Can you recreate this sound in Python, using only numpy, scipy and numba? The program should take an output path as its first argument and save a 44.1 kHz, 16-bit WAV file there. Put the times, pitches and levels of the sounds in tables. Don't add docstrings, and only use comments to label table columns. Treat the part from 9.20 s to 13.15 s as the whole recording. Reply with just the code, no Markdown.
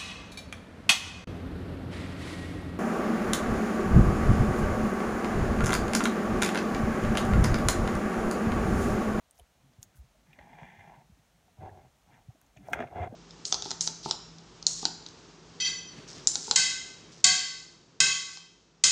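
import sys
import numpy as np
from scipy import signal
from scipy.fft import rfft, irfft
from scipy.io import wavfile
from scipy.ndimage import uniform_filter1d
from numba import njit

SR = 44100
rng = np.random.default_rng(int(sys.argv[2]) if len(sys.argv) > 2 else 0)


def log_audio(samples):
    frames = np.atleast_2d(samples).T
    limited = np.clip(frames, -1, 1)
    pcm = np.round(limited * 32767).astype(np.int16)
    wavfile.write(sys.argv[1], SR, pcm)


def decibels_to_gain(level_db):
    exponent = np.asarray(level_db, float) / 20
    return 10 ** exponent


N = 174195

# (frequency [Hz], density [dB per Hz])
HISS_SPECTRUM = [(45, 9), (98, -5.5), (179, -7), (364, -14), (666, -8), (1040, -12), (6720, -21),
                 (16000, -29.5)]
# (time [s], level [dB])
RESTLESS_ARMS = [(0, -18), (.38, -8), (.45, -2), (.7, -2.5), (.95, -6), (1.1, 3), (1.9, -3), (2, -7),
                 (2.35, 0.5), (2.75, -5), (2.95, 1.5), (3.2, -3.5), (3.35, -1.5), (3.95, 11)]
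# (time [s], peak [dB], frequency [Hz], decay [cycles])
TABLE_THUMPS = [(0.202, -46.5, 61, 1.4), (0.419, -61, 136, 15), (0.584, -43.5, 107, 1.55),
                (1.179, -55, 258, 5.4), (0.747, -58, 134, 6.5), (0.784, -40.5, 64.4, 2.05),
                (1.081, -55.5, 150, 7.1), (1.198, -46, 69.5, 0.67), (1.421, -41, 144, 2.1),
                (1.576, -51.5, 94, 4.3), (1.771, -51.5, 140, 4.5), (1.839, -57, 148, 4.7),
                (1.896, -50, 183, 2.3), (1.919, -46, 70, 0.83), (1.991, -57, 140, 1.9),
                (2.386, -39.5, 109, 2.1), (2.43, -42, 99, 2.3), (2.509, -44, 101, 2.6),
                (2.63, -52, 129.4, 6.1), (3.084, -37.5, 118, 2.05), (3.147, -58.5, 288, 2.9),
                (3.368, -47, 128, 1.8), (3.399, -49.5, 194.4, 7.1), (3.429, -49.5, 129, 4.5),
                (3.589, -37, 243, 12.3), (3.802, -29.5, 86, 3.5), (3.891, -41, 114, 3.5),
                (3.926, -37.5, 230, 2.2), (0.439, -63, 263, 7.7), (.65, -60, 107, 4.1),
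                (0.949, -61, 50.4, 1.6), (1.299, -56, 256, 7.4), (1.34, -53.5, 157, 6.3),
                (1.431, -52.5, 228, 5.4), (1.429, -52, 55.4, 1.5), (1.665, -53.5, 157.5, 7.1),
                (2.14, -64, 162, 6.4), (2.44, -63, 276, 6), (3.385, -53.5, 287, 11.4), (3.38, -54, 60, 1.4),
                (3.61, -46.5, 372, 7.4), (3.638, -48.5, 140, 6.7), (.835, -56.5, 128, 3.5),
                (3.5, -48.5, 285, 16), (1.97, -63.5, 281, 6), (2.455, -49, 91, 3), (.49, -63.5, 242, 6.4),
                (2.4, -54, 160, 4)]
# (time [s], peak [dB], ring [Hz])
BOX_KNOCKS = [(.189, -44.5, 695), (.196, -52.5, 439), (.532, -57, 647), (.946, -54.5, 630),
              (1.185, -42.5, 597), (1.413, -38.5, 725), (2.28, -51, 730), (3.1, -50.5, 760),
              (3.24, -58, 850), (3.154, -51, 635), (3.362, -47, 627), (3.484, -24.5, 660),
              (3.605, -23, 657), (3.638, -24.5, 708), (3.722, -41, 747), (3.906, -41, 610),
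              (1.27, -42, 810), (3.558, -41, 820), (3.545, -31, 880), (3.617, -42, 730), (3.628, -33, 680),
              (3.749, -57, 695), (3.793, -22.5, 700), (3.824, -38, 760), (3.835, -25, 700),
              (3.922, -34.5, 466), (3.939, -34, 647)]
# (time [s], peak [dB], ring [Hz])
WALL_TAPS = [(.196, -46, 3060), (0.629, -54, 1590), (1.1301, -42, 2466), (1.188, -35.5, 1934),
             (2.4917, -44.5, 1680), (3.2136, -55.5, 1550), (3.367, -50, 3300), (3.373, -40.5, 2360),
             (3.6045, -31, 1360), (3.6243, -26, 1546), (3.6716, -44, 2150), (3.62, -40, 2230),
             (3.674, -50, 1670), (3.826, -40, 2080), (3.9215, -54, 1620), (.77, -58, 1500),
             (.744, -58, 1510)]
# (frequency [Hz], level [dB], t60 [s])
LID_MODES = [(692, 6.5, 0.034), (1436, 15.5, 0.024), (1567, 16.5, 0.01), (2140, 8, 0.017),
             (2360, 4.5, 0.018), (3300, -3, 0.0064), (2930, -24, 0.017)]
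# (time [s], pressure [dB], speed [dB])
LONG_SLIDES = [
    [(1.06, -75, -1), (1.15, -74, 5), (1.18, -67, -5), (1.195, -61, -1), (1.3, -56.5, -8.5),
     (1.45, -54.5, -2.5), (1.6, -59.5, 1), (1.72, -56, -10), (1.82, -59, -15), (1.86, -75, -20)],
    [(2.37, -67.5, -31), (2.42, -48, -19), (2.485, -47, -20), (2.51, -56, -36), (2.6, -57, -16),
     (2.66, -61, -18), (2.7, -83, -20)],
    [(2.86, -70.5, -26), (2.9, -64, -11), (2.94, -62.5, -0.5), (2.97, -65, -8), (3.03, -73, -8)],
]
# (time [s], pressure [dB], speed [dB])
JERKY_SHOVES = [
    [(3.345, -99.5, 18), (3.372, -63, -1), (3.4, -73, -11), (3.44, -62.5, -4), (3.475, -56.5, -7.5),
     (3.51, -52, -25), (3.535, -40, -1)],
    [(3.536, -42, 6), (3.56, -40, -9.5), (3.595, -45, -7.5), (3.61, -40.5, -8), (3.64, -40, -14),
     (3.65, -49.5, -11), (3.685, -58, -13), (3.7, -60, -5)],
    [(3.7, -58.5, -6), (3.728, -49, -22), (3.742, -50.5, -16), (3.76, -38.5, -16), (3.8, -36.5, -15.5),
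     (3.84, -36.5, -11.5), (3.875, -45, -21), (3.895, -63, -13), (3.95, -56.5, -32)],
]
# (hollow [Hz], belly [dB], table [dB], table [Hz], base [dB])
BOX_GRIPS = [(809, -14, -6.5, 155, -19), (750, -6.5, -2, 94, -19), (850, -18, -0.5, 130, -10),
             (708, -6.5, -4.5, 120, -13), (670, -4, -6.5, 95, -9), (711, -8, -5.5, 86, -17)]
# (ratio to its main note, width [Hz], level [dB])
HOLLOW_MODES = [(.85, 90, 3.5), (1.01, 89.5, 5), (1.15, 110, -15)]
# (frequency [Hz], width [Hz], level [dB])
WALL_MODES = [(1726, 127, 9), (2061, 117, 8.5), (2362, 79, 6.5), (2860, 190, -5), (3330, 260, -5.5)]
# (start [s], length [s], level [dB])
FINGER_PEELS = [
    (0.126, 0.099, -70),
    (0.61, 0.044, -61),
    (0.735, 0.083, -68),
    (3.418, 0.15, -70.5),
]
# (time [s], peak [dB], ring [Hz], edge
# [dB])
SHARP_TICKS = [(0.11, -42, 9100, 10), (0.1796, -49, 6100, 10), (0.189, -47, 10500, 4),
               (.1965, -47, 10250, -3), (0.629, -31, 6700, 2.5), (.7694, -56, 8000, 14),
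               (0.7744, -51, 11000, 6), (3.2147, -47.5, 12600, 16), (3.37, -55, 6400, -14),
               (3.484, -52, 5900, -17), (3.5277, -41, 8400, 10), (3.5324, -33.5, 6030, 5),
               (3.5334, -35.5, 8160, 3), (3.541, -49, 5760, -5), (3.62, -58, 6560, 9),
               (1.135, -60, 14500, -10), (3.265, -59, 6760, 1), (3.605, -54, 9050, 9),
               (.535, -60, 5000, -11)]
# (frequency [Hz], width [Hz], gain share)
MIC_PORT = [(6400, 930, 0.44), (4800, 400, -0.3), (10500, 290, -0.65)]

HISS_DB = -65
SWAY_DB, SWAY_HZ, SWAY_WIDTH_HZ, SWAY_SWING_DB = -69, 140, 144, 3
CREEP_DB, CREEP_HZ, CREEP_WIDTH_HZ, CREEP_SWING_DB = -81, 700, 220, 2.5
RING_CYCLES, RING_S = 28.3, 0.022
TAP_FROM_HZ, TAP_RATTLE, KNOCK_RATTLE = 1200, 1.3, 0.66
SNAP_S, SNAP_DB, BOUNCE_S, BOUNCE_DB = 3.5327, -16, 0.0024, -1.5
SPRAY_DB, SPRAY_T60_S, SPRAY_HZ = -44.5, 0.057, 8000
GRIT_PER_S, GRIT_DB = 1500, 2.5
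STUTTER_DB, WALL_STUTTER_DB = 3.0, 2
HOLLOW_WANDER, WANDER_PER_S = 0.023, 13
BELLY_HZ, BELLY_WIDTH_HZ, BASE_HZ = 404, 96, 1302
SHEEN_HZ, SHEEN_DB = 6060, -25
PEEL_HZ, PEEL_WIDTH_HZ = 11000, 14000
TICK_T60_S, TICK_TAIL_DB, TICK_TAIL_S = 0.0076, -27.5, 0.11
ROOM_DB, ROOM_T60_S = -14.5, 0.051
LOW_CUT_HZ, TOP_HZ = 44, 15750


def level(x, db):
    return x * decibels_to_gain(db) / np.sqrt(np.mean(x ** 2))


def band(x, hz, width_hz):
    return signal.lfilter(*signal.iirpeak(hz, hz / width_hz, fs=SR), x)


@njit
def svf(x, hz, width_hz):
    y, b, l = np.empty(len(x)), 0., 0.
    for i in range(len(x)):
        g, k = np.tan(np.pi * hz[i] / SR), width_hz / hz[i]
        v = (b + g * (x[i] - l)) / (1 + g * (g + k))
        b, l, y[i] = 2 * v - b, l + 2 * g * v, k * v
    return y


def walk(rate_hz):
    hold = int(SR / rate_hz)
    steps = np.repeat(rng.standard_normal(N // hold + 1), hold)
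    return 0.79 * uniform_filter1d(uniform_filter1d(steps, hold), hold)[:N]


def add(out, start_s, x):
    i = int(start_s * SR)
    out[i:i + len(x)] += x[:N - i]


def fade(t, t60_s):
    return np.exp(-np.log(1000) * t / max(t60_s, 1e-3))


def hiss():
    hz, db = np.array(HISS_SPECTRUM).T
    f = np.maximum(np.fft.rfftfreq(N, 1 / SR), 1)
    shape = decibels_to_gain(np.interp(np.log(f), np.log(hz), db, left=db[0]))
    return level(irfft(rfft(rng.standard_normal(N)) * shape, N), HISS_DB)


def sway():
    centre_hz = SWAY_HZ * decibels_to_gain(2.74 * walk(7.1))
    noise = svf(rng.standard_normal(N), centre_hz, 1. * SWAY_WIDTH_HZ)
    noise = svf(noise, centre_hz, 2. * SWAY_WIDTH_HZ)
    arms_db = np.interp(np.arange(N) / SR, *np.array(RESTLESS_ARMS).T)
    return level(noise, SWAY_DB) * decibels_to_gain(SWAY_SWING_DB * walk(18) + arms_db)


def creep():
    rub = band(rng.standard_normal(N), CREEP_HZ, CREEP_WIDTH_HZ)
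    rub = band(rub, CREEP_HZ, 2 * CREEP_WIDTH_HZ)
    return level(rub, CREEP_DB) * decibels_to_gain(CREEP_SWING_DB * walk(9.5))


def thumps():
    out, t = np.zeros(N), np.arange(12000) / SR
    for start_s, db, hz, cycles in TABLE_THUMPS:
        u = t * hz / cycles * 3.27
        add(out, start_s, decibels_to_gain(db) * u * np.exp(1 - u) * np.sin(2 * np.pi * hz * t))
    return out


def knocks():
    out, t = np.zeros(N), np.arange(4000) / SR
    for start_s, db, hz in BOX_KNOCKS + WALL_TAPS:
        rattle = band(rng.standard_normal(4000), hz, hz / 2.3)
        rattle = level(band(band(rattle, hz, hz), hz, hz / 1.17), 0)
        share = TAP_RATTLE if hz > TAP_FROM_HZ else KNOCK_RATTLE
        ring = 1.6 * np.sin(2 * np.pi * hz * t) + share * rattle
        attack = np.sin(np.pi / 2 * np.minimum(t * hz / 2.37, 1)) ** 2
        ring = ring * fade(t, RING_S + RING_CYCLES / hz) * attack
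        add(out, start_s, 0.5 * decibels_to_gain(db) * ring / np.abs(ring).max())
    return out


def lid_snap():
    out, t = np.zeros(N), np.arange(4000) / SR
    snap = np.zeros(4000)
    for k, (hz, db, t60_s) in enumerate(LID_MODES):
        snap += decibels_to_gain(db) * np.sin(2 * np.pi * hz * t + k ** 2) * fade(t, t60_s)
    snap = snap * np.minimum(t / 0.00033, 1) / np.abs(snap).max()
    spray = band(band(rng.standard_normal(4000), SPRAY_HZ, 8100), SPRAY_HZ, 11000)
    spray = spray * fade(t, SPRAY_T60_S)
    add(out, SNAP_S, decibels_to_gain(SNAP_DB) * snap + decibels_to_gain(SPRAY_DB) * spray)
    add(out, SNAP_S + BOUNCE_S, decibels_to_gain(SNAP_DB + BOUNCE_DB) * snap)
    return out


def grit():
    hit = rng.random(N) < GRIT_PER_S / SR
    catches = hit * rng.standard_normal(N) * decibels_to_gain(GRIT_DB * rng.exponential(size=N))
    return catches + 0.23 * rng.standard_normal(N)


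def wall_rub(rub):
    walls = np.zeros(N)
    for k, (hz, width_hz, db) in enumerate(WALL_MODES):
        walls += (-1) ** k * decibels_to_gain(db) * band(rub, hz, width_hz)
    limits = signal.butter(4, [1500, 3650], "band", fs=SR, output="sos")
    walls = level(signal.sosfilt(limits, walls), 0)
    sheen = level(band(band(rub, SHEEN_HZ, 1200), SHEEN_HZ, 1800), SHEEN_DB)
    return (walls + sheen) * decibels_to_gain(WALL_STUTTER_DB * walk(60))


def slides():
    t, out = np.arange(N) / SR, np.zeros(N)
    rub, shake = grit(), rng.standard_normal(N)
    stutter_db = STUTTER_DB * walk(45)
    walls = wall_rub(rub)
    bends = [1 + HOLLOW_WANDER * walk(WANDER_PER_S) for _ in HOLLOW_MODES]
    for rows, grip in zip(LONG_SLIDES + JERKY_SHOVES, BOX_GRIPS):
        hollow_hz, belly_db, table_db, table_hz, base_db = grip
        s, pressure_db, speed_db = np.array(rows).T
        i, j = int(s[0] * SR), int(s[-1] * SR)
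        part, now = rub[i:j], t[i:j]
        hollow = np.zeros(j - i)
        for (ratio, width_hz, db), bend in zip(HOLLOW_MODES, bends):
            hollow += decibels_to_gain(db) * svf(part, hollow_hz * ratio * bend[i:j], 1. * width_hz)
        hollow = level(band(hollow, hollow_hz, 257), 0)
        belly = band(band(part, BELLY_HZ, BELLY_WIDTH_HZ), BELLY_HZ, 2 * BELLY_WIDTH_HZ)
        base = band(band(part, BASE_HZ, 230), BASE_HZ, 590)
        table = band(band(shake[i:j], table_hz, 61.0), table_hz, 225)
        box = hollow + level(belly, belly_db) + level(base, base_db)
        body = decibels_to_gain(stutter_db[i:j]) * box + level(table, table_db)
        pressure = decibels_to_gain(np.interp(now, s, pressure_db))
        pressure = pressure * signal.windows.tukey(j - i, 200 / (j - i))
        speed = decibels_to_gain(np.interp(now, s, speed_db))
        out[i:j] += pressure * (body + speed * walls[i:j])
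    return out


def peels():
    out = np.zeros(N)
    centre_hz = np.clip(PEEL_HZ * decibels_to_gain(1.5 * walk(90)), 5000., SR / 3)
    crackle = grit() * decibels_to_gain(3.4 * walk(150))
    fizz = level(svf(crackle, centre_hz, 1. * PEEL_WIDTH_HZ), 0)
    for start_s, length_s, db in FINGER_PEELS:
        i, n = int(start_s * SR), int(length_s * SR)
        out[i:i + n] += decibels_to_gain(db) * np.hanning(n) * fizz[i:i + n]
    return out


def ticks():
    out, t = np.zeros(N), np.arange(4000) / SR
    decay = fade(t, TICK_T60_S) + decibels_to_gain(TICK_TAIL_DB) * fade(t, TICK_TAIL_S)
    for start_s, db, hz, edge_db in SHARP_TICKS:
        burst = rng.standard_normal(4000)
        edge = band(band(burst, 8400, 8800), 13000, 12000) * fade(t, 0.0031) * decibels_to_gain(edge_db)
        ring = 3 * band(band(burst, hz, hz / 5), hz, hz / 3.5) * decay
        tick = edge + ring
        add(out, start_s, decibels_to_gain(db) * tick / np.abs(tick).max())
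    return out


def scene():
    near = slides() + ticks() + knocks() + lid_snap() + peels()
    t = np.arange(12000) / SR
    tail = rng.standard_normal(12000) * fade(t, ROOM_T60_S) * (t > 0.003)
    wet = signal.fftconvolve(near, tail / np.sqrt(np.sum(tail ** 2)))[:N]
    background = hiss() + creep() + sway()
    return (near + decibels_to_gain(ROOM_DB) * wet + thumps() + background)[None]


def top_cut(x):
    return signal.sosfilt(signal.butter(12, 16500, fs=SR, output="sos"), x)


def record(dry):
    x = dry + sum(share * band(dry, hz, width_hz) for hz, width_hz, share in MIC_PORT)
    x = signal.sosfilt(signal.butter(6, LOW_CUT_HZ, "high", fs=SR, output="sos"), x)
    x = signal.sosfilt(signal.cheby1(12, 1, TOP_HZ, fs=SR, output="sos"), x)
    return top_cut(x)


dry = scene()
out = record(dry)
log_audio(out)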